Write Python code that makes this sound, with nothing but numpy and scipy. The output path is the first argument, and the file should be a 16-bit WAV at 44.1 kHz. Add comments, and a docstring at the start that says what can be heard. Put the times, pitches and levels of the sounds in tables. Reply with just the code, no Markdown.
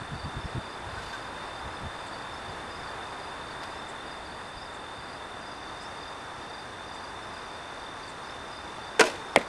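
"""Archery on a suburban lawn

An arrow scrapes out of the quiver, is nocked, and is shot from a wooden recurve bow. The blows of the
release excite damped modes: the limbs thump, the shaft clatters past the riser, the string twangs.
The arrow smacks into a target near the microphone; shrubs and house walls scatter both events.
Crickets stridulate over far traffic, and eddies of a breeze nudge the microphone."""
import sys
import numpy as np
from scipy import signal
from scipy.fft import rfft, irfft
from scipy.io import wavfile

SR = 44100
rng = np.random.default_rng(int(sys.argv[2]) if len(sys.argv) > 2 else 0)


def digitize_waveform(pressure):
    """Quantize a signal to 16-bit integers and store it at the path in sys.argv[1].

    Rows of a 2-D input are taken as channels; values are limited to [-1, 1].
    """
    field = np.atleast_2d(pressure).T
    bounded = np.clip(field, -1, 1)
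    quanta = np.round(bounded * 32767).astype(np.int16)
    wavfile.write(sys.argv[1], SR, quanta)


N = 418068
T = np.arange(N) / SR
EVENT_N = SR // 2  # half a second holds any one short event
EVENT_T = T[:EVENT_N]

# spectrum of far traffic and leaves: frequency_hz, gain_db
TRAFFIC_SPECTRUM = [(20, -11.5), (65, -1), (120, -4), (200, -4.5), (330, -2.5), (560, -2), (900, 2),
                    (1250, -1), (1800, -4), (2300, -12.5), (2650, -11.5), (3000, -16), (4000, -17),
                    (6200, -24.5), (11000, -29), (11700, -46)]
# slow swell of the traffic: time_s, relative_level_db
TRAFFIC_SWELL = [(0.0, -40.5), (0.1, -41), (1.04, -40), (3.57, -40), (4.81, -42), (8.9, -41)]
# puffs of wind on the microphone: peak_s, rise_s, level_db
PUFFS = [(0.016, 0.018, -39), (0.133, 0.054, -36.5), (0.259, 0.043, -34.5), (0.373, .045, -35),
         (0.456, 0.021, -32), (0.569, 0.035, -30), (0.932, .18, -45.5), (1.664, 0.056, -43.5),
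         (1.847, 0.057, -37.5), (2.495, .025, -41.5), (4.571, 0.027, -44), (4.991, 0.026, -45)]
# spectrum of the garden's reflections: frequency_hz, gain_db
GARDEN_SPECTRUM = [(80, -5), (300, -3), (900, -3.5), (1600, -4), (2600, 0), (4500, 2), (9000, -3.5),
                   (12000, 2.5)]
# tree crickets: carrier_hz, strokes_per_s, droop_ratio, level_db
TRILLS = [(3608, 42, .02, -55), (3542, 44.3, .12, -57.3)]
# near field crickets: centre_s, length_s, carrier_hz, relative_level_db
CHIRPS = [(.215, .17, 4640, -47.5), (.42, .14, 4800, -57), (.45, 0.12, 5280, -54), (.71, .22, 4820, -51),
          (.95, 0.15, 4780, -56), (1.11, .2, 4640, -51), (1.24, 0.16, 4820, -53), (1.47, .11, 5260, -58),
          (1.57, .15, 4800, -51), (1.75, .15, 4870, -54), (1.99, .2, 4800, -53), (2.165, 0.18, 4700, -48.5),
          (2.35, 0.14, 5280, -53), (2.49, .13, 4800, -53.5), (2.735, 0.18, 4900, -49),
          (2.82, 0.092, 5220, -56), (2.89, 0.16, 4650, -51), (3.08, 0.15, 4800, -53), (3.24, .2, 4830, -52),
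          (3.49, 0.17, 4620, -51), (3.67, 0.23, 4810, -52), (3.78, .11, 5280, -54), (4.11, .22, 4800, -53),
          (4.29, .2, 4670, -50), (4.61, 0.2, 4840, -48.5), (4.622, 0.098, 5230, -53),
          (5.02, 0.19, 4760, -55), (5.13, 0.12, 4790, -49), (5.5, 0.29, 4820, -50), (5.68, 0.14, 4690, -51),
          (5.81, 0.13, 4880, -50), (5.85, .11, 5240, -52), (6.06, 0.21, 4850, -50), (6.22, .14, 4740, -55),
          (6.56, 0.26, 4760, -51), (6.92, 0.21, 4770, -52), (7.06, .17, 4780, -49), (7.26, 0.1, 5270, -55),
          (7.36, 0.15, 4880, -50), (7.52, 0.16, 4800, -52.5), (7.82, .16, 4720, -51.5),
          (8.06, .17, 4630, -48.5), (8.27, 0.12, 4870, -52), (8.3, .11, 5250, -52),
          (8.55, .18, 4870, -49.5), (8.85, .16, 4620, -50.5), (9.32, .11, 5280, -54)]
# fall of pitch within a wing stroke, larger for low singers: carrier_hz, droop_ratio
STROKE_DROOP = [(4650, 0.182), (5250, 0.018)]
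# katydid rasps: peak_s, relative_level_db
RASPS = [(2.075, -58.5), (3.895, -57), (4.75, -60), (5.83, -59), (6.95, -61), (8.095, -57)]
# spectrum of the shaft's scrape and of the wall's slap: frequency_hz, gain_db
SCRAPE_SPECTRUM = [(300, -6), (1200, 4), (2400, 2), (4500, 0), (7000, -7), (11000, -17)]
# squeaks of the sliding shaft: peak_s, pitch_hz, glide_hz_per_s, level_db
SQUEAKS = [(.985, 1517, 3500, -35.5), (1.144, 1560, -3000, -35.5)]
# the nock pushes onto the string and seats: start_s, level_db
NOCK_CLICKS = [(3.6325, -36), (3.6385, -38)]
# spectrum of those clicks: frequency_hz, gain_db
NOCK_SPECTRUM = [(500, -6), (1500, 5), (2300, 4), (3500, -2), (5500, -5), (7500, -15), (11000, -21)]
# knocks of the release: start_s, limb_db, shaft_db, crack_db
RELEASE_KNOCKS = [(8.9945, -8, -18, -18), (8.9959, -22, -21, -9.5), (8.9988, -12, -21, -11),
                  (9.0043, -23, -17.5, -29), (9.0076, -16, -24, -9.5), (9.0107, -10.5, -10.5, -12.5),
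                  (9.0169, -21, -16, -23), (9.026, -34, -20.5, -30)]
# modes of the bow limbs: pitch_hz, gain_db, t60_s
LIMB_MODES = [(345, -6, 0.039), (459, 0, 0.046), (637, -11, 0.026), (765, -14.5, .04)]
# modes of the arrow shaft: pitch_hz, gain_db, t60_s
SHAFT_MODES = [(1015, -3, 0.055), (1280, -11, .035), (1430, -3.5, 0.04), (1536, -4.5, 0.07),
               (1840, -10, .035), (2020, -16, 0.035), (2300, -11, .035), (2450, -11, .04),
               (2720, -11, 0.037), (3060, -22, .03)]
# partials of the slackening string: pitch_hz, level_db, t60_s, sag_per_s
STRING_MODES = [(270, -31, .14, 2), (385, -30, 0.32, 1.5), (475, -29, .11, 3), (668, -24, 0.34, 2.3),
                (890, -34, 0.25, 1.5), (1060, -33, .24, 1.2)]
# spectrum of the string's crack: frequency_hz, gain_db
CRACK_SPECTRUM = [(100, -6), (400, 5.5), (1000, 0.5), (2600, 0.5), (3800, -7), (5200, -3.5), (6300, -10.5),
                  (7500, -12.5), (9200, -12), (11500, -32)]
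# short, fading ticks after the release: start_s, level_db
AFTER_TICKS = [(9.0385, -28), (9.0705, -34), (9.0777, -35), (9.099, -35), (9.114, -39), (9.1385, -41),
               (9.157, -37)]
# spectrum of those ticks: frequency_hz, gain_db
AFTER_TICK_SPECTRUM = [(400, -10), (1200, 3), (2000, -2), (2800, 1), (4500, -5), (6500, -10), (10000, -14),
                       (11500, -30)]
# modes of the target face and buried point: pitch_hz, gain_db, t60_s
TARGET_MODES = [(280, -20, 0.055), (626, 5, 0.0067), (950, 3.5, 0.0048), (1420, -16, 0.025),
                (3300, -13, 0.016)]
# spectrum of the point's smack: frequency_hz, gain_db
SMACK_SPECTRUM = [(200, -24.5), (700, -15), (2400, 3), (4500, 3), (6000, -6), (9000, -2.5), (10200, -7),
                  (11000, -38)]
# a brief, faint high hiss just after the hit, then lower bursts: start_s, centre_hz, level_db
AFTER_HIT_BURSTS = [(9.3835, 8300, -44), (9.3865, 3300, -37), (9.3875, 1300, -35), (9.407, 1900, -41),
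                    (9.4145, 2100, -36)]
# spectrum of the strike as foliage returns it: frequency_hz, gain_db
HIT_ECHO_SPECTRUM = [(80, -13), (220, 4), (450, 6), (850, 1), (1400, -16), (2100, -7), (2900, -19),
                     (4000, -14), (6000, -26), (9000, -24), (11500, -44)]

RELEASE_S, HIT_S = RELEASE_KNOCKS[0][0], 9.3603


def undb(db):
    """Amplitude ratio of a level in decibels."""
    return 10 ** (np.asarray(db) / 20)


def unit(x):
    """Normalisation to rms 1."""
    return x / np.sqrt(np.mean(x ** 2))


def fade(t60_s):
    """Exponential decay, by 60 dB in t60_s."""
    return np.exp(-np.log(1000) * EVENT_T / t60_s)


def swell(rise_s):
    """Raised-cosine envelope that peaks at rise_s and falls in equal time."""
    return np.sin(np.pi / 2 * np.minimum(EVENT_T / rise_s, 2)) ** 2


def walk(rate_hz, size=N):
    """Random modulation with a spread near 1."""
    return np.interp(T[:size] * rate_hz, np.arange(4096), rng.standard_normal(4096))


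def add(out, start_s, x):
    """Superposition of x onto out from start_s."""
    i = max(int(round(start_s * SR)), 0)
    out[i:i + len(x)] += x[:max(len(out) - i, 0)]


def tone(hz):
    """A sinusoid whose phase is the integral of its frequency."""
    return np.sin(2 * np.pi * np.cumsum(hz) / SR)


def noise(spectrum, size=EVENT_N):
    """Spectrally shaped noise of rms 1."""
    hz, db = np.transpose(spectrum)
    bins_hz = np.maximum(np.fft.rfftfreq(size, 1 / SR), 1)
    gain = undb(np.interp(np.log(bins_hz), np.log(hz), db))
    return unit(irfft(rfft(rng.standard_normal(size)) * gain, size))


def band(low_hz, high_hz, size=EVENT_N):
    """Band-limited noise of rms 1."""
    sos = signal.butter(2, [low_hz, high_hz], "band", fs=SR, output="sos")
    return unit(signal.sosfilt(sos, rng.standard_normal(size)))


def ring(modes, stretch=1):
    """Impulse response of damped modes of alternating sign; stretch scales their pitch."""
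    return sum((-1) ** k * undb(db) * fade(t60_s) * np.sin(2 * np.pi * hz * stretch * EVENT_T)
               for k, (hz, db, t60_s) in enumerate(modes))


def radiate(x, low_hz):
    """Radiation efficiency: slim bodies move little air at low frequency."""
    return signal.sosfilt(signal.butter(4, low_hz, "high", fs=SR, output="sos"), x)


def garden(x, leaf_db, delay_s, t60_s, wall_s, wall_db, wall_t60_s=.082):
    """Scattering by leaves gives a thin tail; reflection from a house wall, one smeared echo."""
    response = np.zeros(SR)
    add(response, delay_s, undb(leaf_db) * unit(noise(GARDEN_SPECTRUM) * fade(t60_s)))
    add(response, wall_s, undb(wall_db) * unit(noise(GARDEN_SPECTRUM) * fade(wall_t60_s)))
    return signal.fftconvolve(x, response)[:N] / np.sqrt(EVENT_N)


def traffic(gain_db=1.03, engine_hz=290, engine_db=-55.5, nearest_s=5.75, spread_s=.97):
    """Far traffic and leaves sum incoherently; one engine's tone swells as it nears, then recedes."""
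    passage = np.exp(-((T - nearest_s) / spread_s) ** 2)
    engine = tone(engine_hz * (1 + .011 * walk(25))) * passage
    level_db = np.interp(T, *np.transpose(TRAFFIC_SWELL)) + gain_db
    wash = noise(TRAFFIC_SPECTRUM, N) * undb(level_db + .32 * walk(10))
    return wash + undb(engine_db + 2 * walk(8)) * engine


def breeze(low_hz=42, eddy_db=-57, calming_db_per_s=1.5, top_hz=162, ref_db=-35, octaves_per_db=.04):
    """Turbulent pressure on the microphone: eddies die down, and stronger puffs reach higher in pitch."""
    out = band(low_hz, 130, N) * undb(eddy_db + 4.5 * walk(12) - calming_db_per_s * T)
    for peak_s, rise_s, db in PUFFS:
        edge_hz = top_hz * 2 ** (octaves_per_db * (db - ref_db))
        puff = unit(band(low_hz, edge_hz) * swell(rise_s))
        add(out, peak_s - rise_s, undb(db) * puff * np.sqrt(rise_s / EVENT_T[-1]))
    return out


def wing_strokes(t, hz, rate_hz, droop, rest=0., detune=0.):
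    """Stridulation: each wing closure is one falling tone pulse; rest is the ringing in between."""
    stroke, cycle = np.divmod(t * rate_hz, 1)
    force, offset = rng.standard_normal((2048, 2))[stroke.astype(int)].T
    pitch_hz = hz * (1 + droop * (.5 - cycle) + detune * offset)
    pulses = undb(1.5 * force) * np.sin(np.pi * cycle) ** 4
    return (rest + pulses) * tone(pitch_hz)


def tree_crickets():
    """Two unbroken pulse trains of unequal rate drift in and out of phase."""
    out = np.zeros(N)
    for hz, rate_hz, droop, db in TRILLS:
        uneven_t = T + .0012 * walk(5)
        pitch_hz = hz * (1 + .005 * walk(120))
        song = wing_strokes(uneven_t, pitch_hz, rate_hz, droop, rest=.16, detune=.006)
        out += unit(song) * undb(db + 1.1 * walk(12))
    return out + garden(out, leaf_db=-7, delay_s=.008, t60_s=.37, wall_s=.05, wall_db=-11.5)


def chirp(hz, length_s, strokes_per_s=22, climb_per_s=.142, blur_db=-14, blur_width=.045):
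    """A few wing strokes swell, climb and fade; teeth modulate their pitch and foliage blurs it."""
    t = T[:int(length_s * SR)]
    rate_hz = strokes_per_s * rng.uniform(.9, 1.1)
    teeth = .011 * np.interp(t * 900, np.arange(512), rng.standard_normal(512))
    pitch_hz = hz * (1 + climb_per_s * (t - length_s / 2) + teeth)
    droop = np.interp(hz, *np.transpose(STROKE_DROOP))
    uneven_t = t + .004 * walk(20, len(t))
    strokes = wing_strokes(uneven_t, pitch_hz, rate_hz, droop, detune=.01196)
    blur = undb(blur_db) * band(hz * (1 - blur_width), hz * (1 + blur_width), len(t))
    return (strokes + blur) * np.sin(np.pi * t / length_s)


def chirpers(far_gain_db=-59, far_hz=4750, far_count=24, rasp_rise_s=.028):
    """Stridulation in bursts: near field crickets in turn, far ones at random, and a rasping katydid."""
    out = np.zeros(N)
    for centre_s, length_s, hz, db in CHIRPS:
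        add(out, centre_s - length_s / 2, undb(db) * chirp(hz, length_s))
    for k, (lag, detune) in enumerate(rng.random((far_count, 2))):
        hz = far_hz * (1 + .04 * (detune - .5))
        add(out, (k + lag) * T[-1] / far_count, undb(far_gain_db) * chirp(hz, length_s=.27))
    for peak_s, db in RASPS:
        add(out, peak_s - rasp_rise_s, undb(db) * swell(rasp_rise_s) * band(7000, 8700))
    return out


def insects(near_gain_db=2.9, chorus_db=-65.5, high_db=-69, buzz_s=5.2, buzz_db=-65):
    """Far singers merge into noise bands behind the near ones; an amplitude-modulated buzz joins late."""
    chorus = undb(chorus_db + 3.2 * walk(9)) * band(4300, 4940, N)
    chorus += undb(high_db) * band(8000, 9000, N)
    high_trill = wing_strokes(T, 8500 * (1 + .012 * walk(120)), rate_hz=57, droop=.02, rest=.15)
    chorus += undb(high_db) * unit(high_trill)
    buzz = band(5330, 6200, N) * (1 + .5 * np.sin(2 * np.pi * 78 * T))
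    buzz *= np.clip((T - buzz_s) / .3, 0, 1)
    chirps = undb(near_gain_db) * chirpers()
    chirps += garden(chirps, leaf_db=-15, delay_s=.006, t60_s=.13, wall_s=.03, wall_db=-15)
    return tree_crickets() + chirps + chorus + undb(buzz_db) * buzz


def handling(slide_peak_s=1.07, slide_rise_s=.25, slide_db=-49.5, squeak_rise_s=.028):
    """Friction makes the shaft scrape and squeak out of the quiver; later the nock clicks home."""
    out = np.zeros(N)
    scrape = undb(slide_db) * swell(slide_rise_s) * noise(SCRAPE_SPECTRUM)
    add(out, slide_peak_s - slide_rise_s, scrape)
    out *= undb(3 * walk(90))
    for peak_s, hz, glide, db in SQUEAKS:  # one while speeding up, one while slowing
        pitch_hz = (hz + glide * (EVENT_T - squeak_rise_s)) * (1 + .015 * walk(370, EVENT_N))
        add(out, peak_s - squeak_rise_s, undb(db) * swell(squeak_rise_s) * tone(pitch_hz))
    for start_s, db in NOCK_CLICKS:
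        add(out, start_s, undb(db) * noise(NOCK_SPECTRUM) * fade(t60_s=.04))
    return out


def twang(waver=.021, rough_db=7, rise_s=.014):
    """Free vibration of the string on shaking limbs: every partial sinks as the swing dies."""
    out = np.zeros(EVENT_N)
    for hz, db, t60_s, sag_per_s in STRING_MODES:
        pitch_hz = hz * np.exp(-sag_per_s * EVENT_T) * (1 + waver * walk(150, EVENT_N))
        out += undb(db + rough_db * walk(134, EVENT_N)) * fade(t60_s) * tone(pitch_hz)
    return out * np.minimum(EVENT_T / rise_s, 1)


def thud_and_ticks(flicker_db=4, taut_s=9.008, thud_hz=217, thud_db=-21.5, thud_t60_s=.052):
    """The string comes taut and stops the limbs, exciting a low mode; short, fading ticks follow."""
    out = np.zeros(N)
    for start_s, db in AFTER_TICKS:
        add(out, start_s, undb(db) * noise(AFTER_TICK_SPECTRUM) * fade(t60_s=.036))
    out *= undb(flicker_db * walk(360))
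    add(out, taut_s, radiate(ring([(thud_hz, thud_db, thud_t60_s)]), low_hz=90))
    return out


def bow(flex=.018, crack_t60_s=.015, twang_delay_s=.029):
    """Impulsive excitation: the limbs spring, the flexing shaft knocks the riser, the string twangs."""
    out = np.zeros(N)
    limbs = ring(LIMB_MODES)
    for start_s, limb_db, shaft_db, crack_db in RELEASE_KNOCKS:
        shaft = ring(SHAFT_MODES, stretch=1 + flex * rng.uniform(-1.1, 1))
        t60_s = crack_t60_s + .8 * (start_s - RELEASE_S)  # later cracks ring longer
        crack = noise(CRACK_SPECTRUM) * fade(t60_s)
        add(out, start_s, undb(limb_db) * limbs + undb(shaft_db) * shaft + undb(crack_db) * crack)
    out = radiate(out, low_hz=280)
    add(out, RELEASE_S + twang_delay_s, twang())
    return out


def flight(delay_s=.025, level_db=-44, flutter_db=6.5):
    """Aerodynamic noise: the feathers flutter and hiss until the flexing shaft straightens."""
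    out = np.zeros(N)
    add(out, RELEASE_S + delay_s, undb(level_db) * swell(rise_s=.046) * band(1800, 9500))
    return out * undb(flutter_db * walk(150))


def hit_echo(leaf_s=.022, leaf_db=-30, wall_s=.052, wall_db=-41):
    """Diffuse scattering by foliage returns the smack as a wash; a wall reflects a brighter slap."""
    out = np.zeros(N)
    add(out, HIT_S + leaf_s, undb(leaf_db) * noise(HIT_ECHO_SPECTRUM) * fade(t60_s=.23))
    add(out, HIT_S + wall_s, undb(wall_db) * noise(SCRAPE_SPECTRUM) * fade(t60_s=.091))
    return out


def tearing(start_hz=2700, end_hz=1680, fall_s=.0028, peak_s=.0015, level_db=-10):
    """Deceleration: the point tears through the face with a zip whose pitch falls as it slows."""
    pitch_hz = end_hz + (start_hz - end_hz) * np.exp(-EVENT_T / fall_s)
    envelope = EVENT_T / peak_s * np.exp(1 - EVENT_T / peak_s)
    return undb(level_db) * envelope * tone(pitch_hz)


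def braking(length_s=.014, slip_hz=654, slowing=.42, gain_db=-18, rub_db=-11.5, build_db=3):
    """Stick-slip friction in the packing: the shaft groans, rasps on each slip, slows and stops dead."""
    progress = np.minimum(EVENT_T / length_s, 1)
    slips = tone(slip_hz * (1 - slowing * progress ** 2))
    rub = undb(rub_db) * band(1700, 2300) * (1 + .5 * slips)
    grip = np.clip(np.minimum(progress, 1 - progress) / .13, 0, 1)
    return undb(gain_db) * grip * (undb(build_db * progress) * slips + rub)


def target(smack_db=-15, face_gain_db=-1.5, burst_width=.17, rock_hz=228, rock_db=-17, rock_t60_s=.043):
    """Inelastic impact: the point punches through the face, the shaft brakes, faint bursts follow."""
    out = np.zeros(N)
    smack = undb(smack_db) * noise(SMACK_SPECTRUM) * fade(t60_s=.013)
    face = -undb(face_gain_db) * ring(TARGET_MODES)  # negative: pushed inwards
    add(out, HIT_S, radiate(smack + face, low_hz=290))
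    add(out, HIT_S, tearing())
    add(out, 9.366, braking())
    for start_s, hz, db in AFTER_HIT_BURSTS:
        burst = band(hz * (1 - burst_width), hz * (1 + burst_width))
        add(out, start_s, undb(db) * burst * fade(t60_s=.043))
    # the whole target rocks back as it takes the arrow's weight
    add(out, 9.3715, radiate(ring([(rock_hz, rock_db, rock_t60_s)]), low_hz=91))
    return out


def scene():
    """All sources superpose at one microphone, which feeds both channels."""
    shot = bow()
    shot += garden(shot, leaf_db=-12.5, delay_s=.016, t60_s=.53, wall_s=.056, wall_db=-17)
    archery = shot + thud_and_ticks() + flight() + target() + hit_echo() + handling()
    mono = archery + insects() + traffic() + breeze()
    return np.array([mono, mono])


def record(dry):
    """Saturation and band limiting: a small camera flattens the loudest peaks and cuts the top."""
    ceiling, top_hz = .92, 12000
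    low_pass = signal.ellip(12, .2, 95, top_hz, fs=SR, output="sos")
    return signal.sosfilt(low_pass, np.clip(dry, -ceiling, ceiling))


dry = scene()
out = record(dry)
digitize_waveform(out)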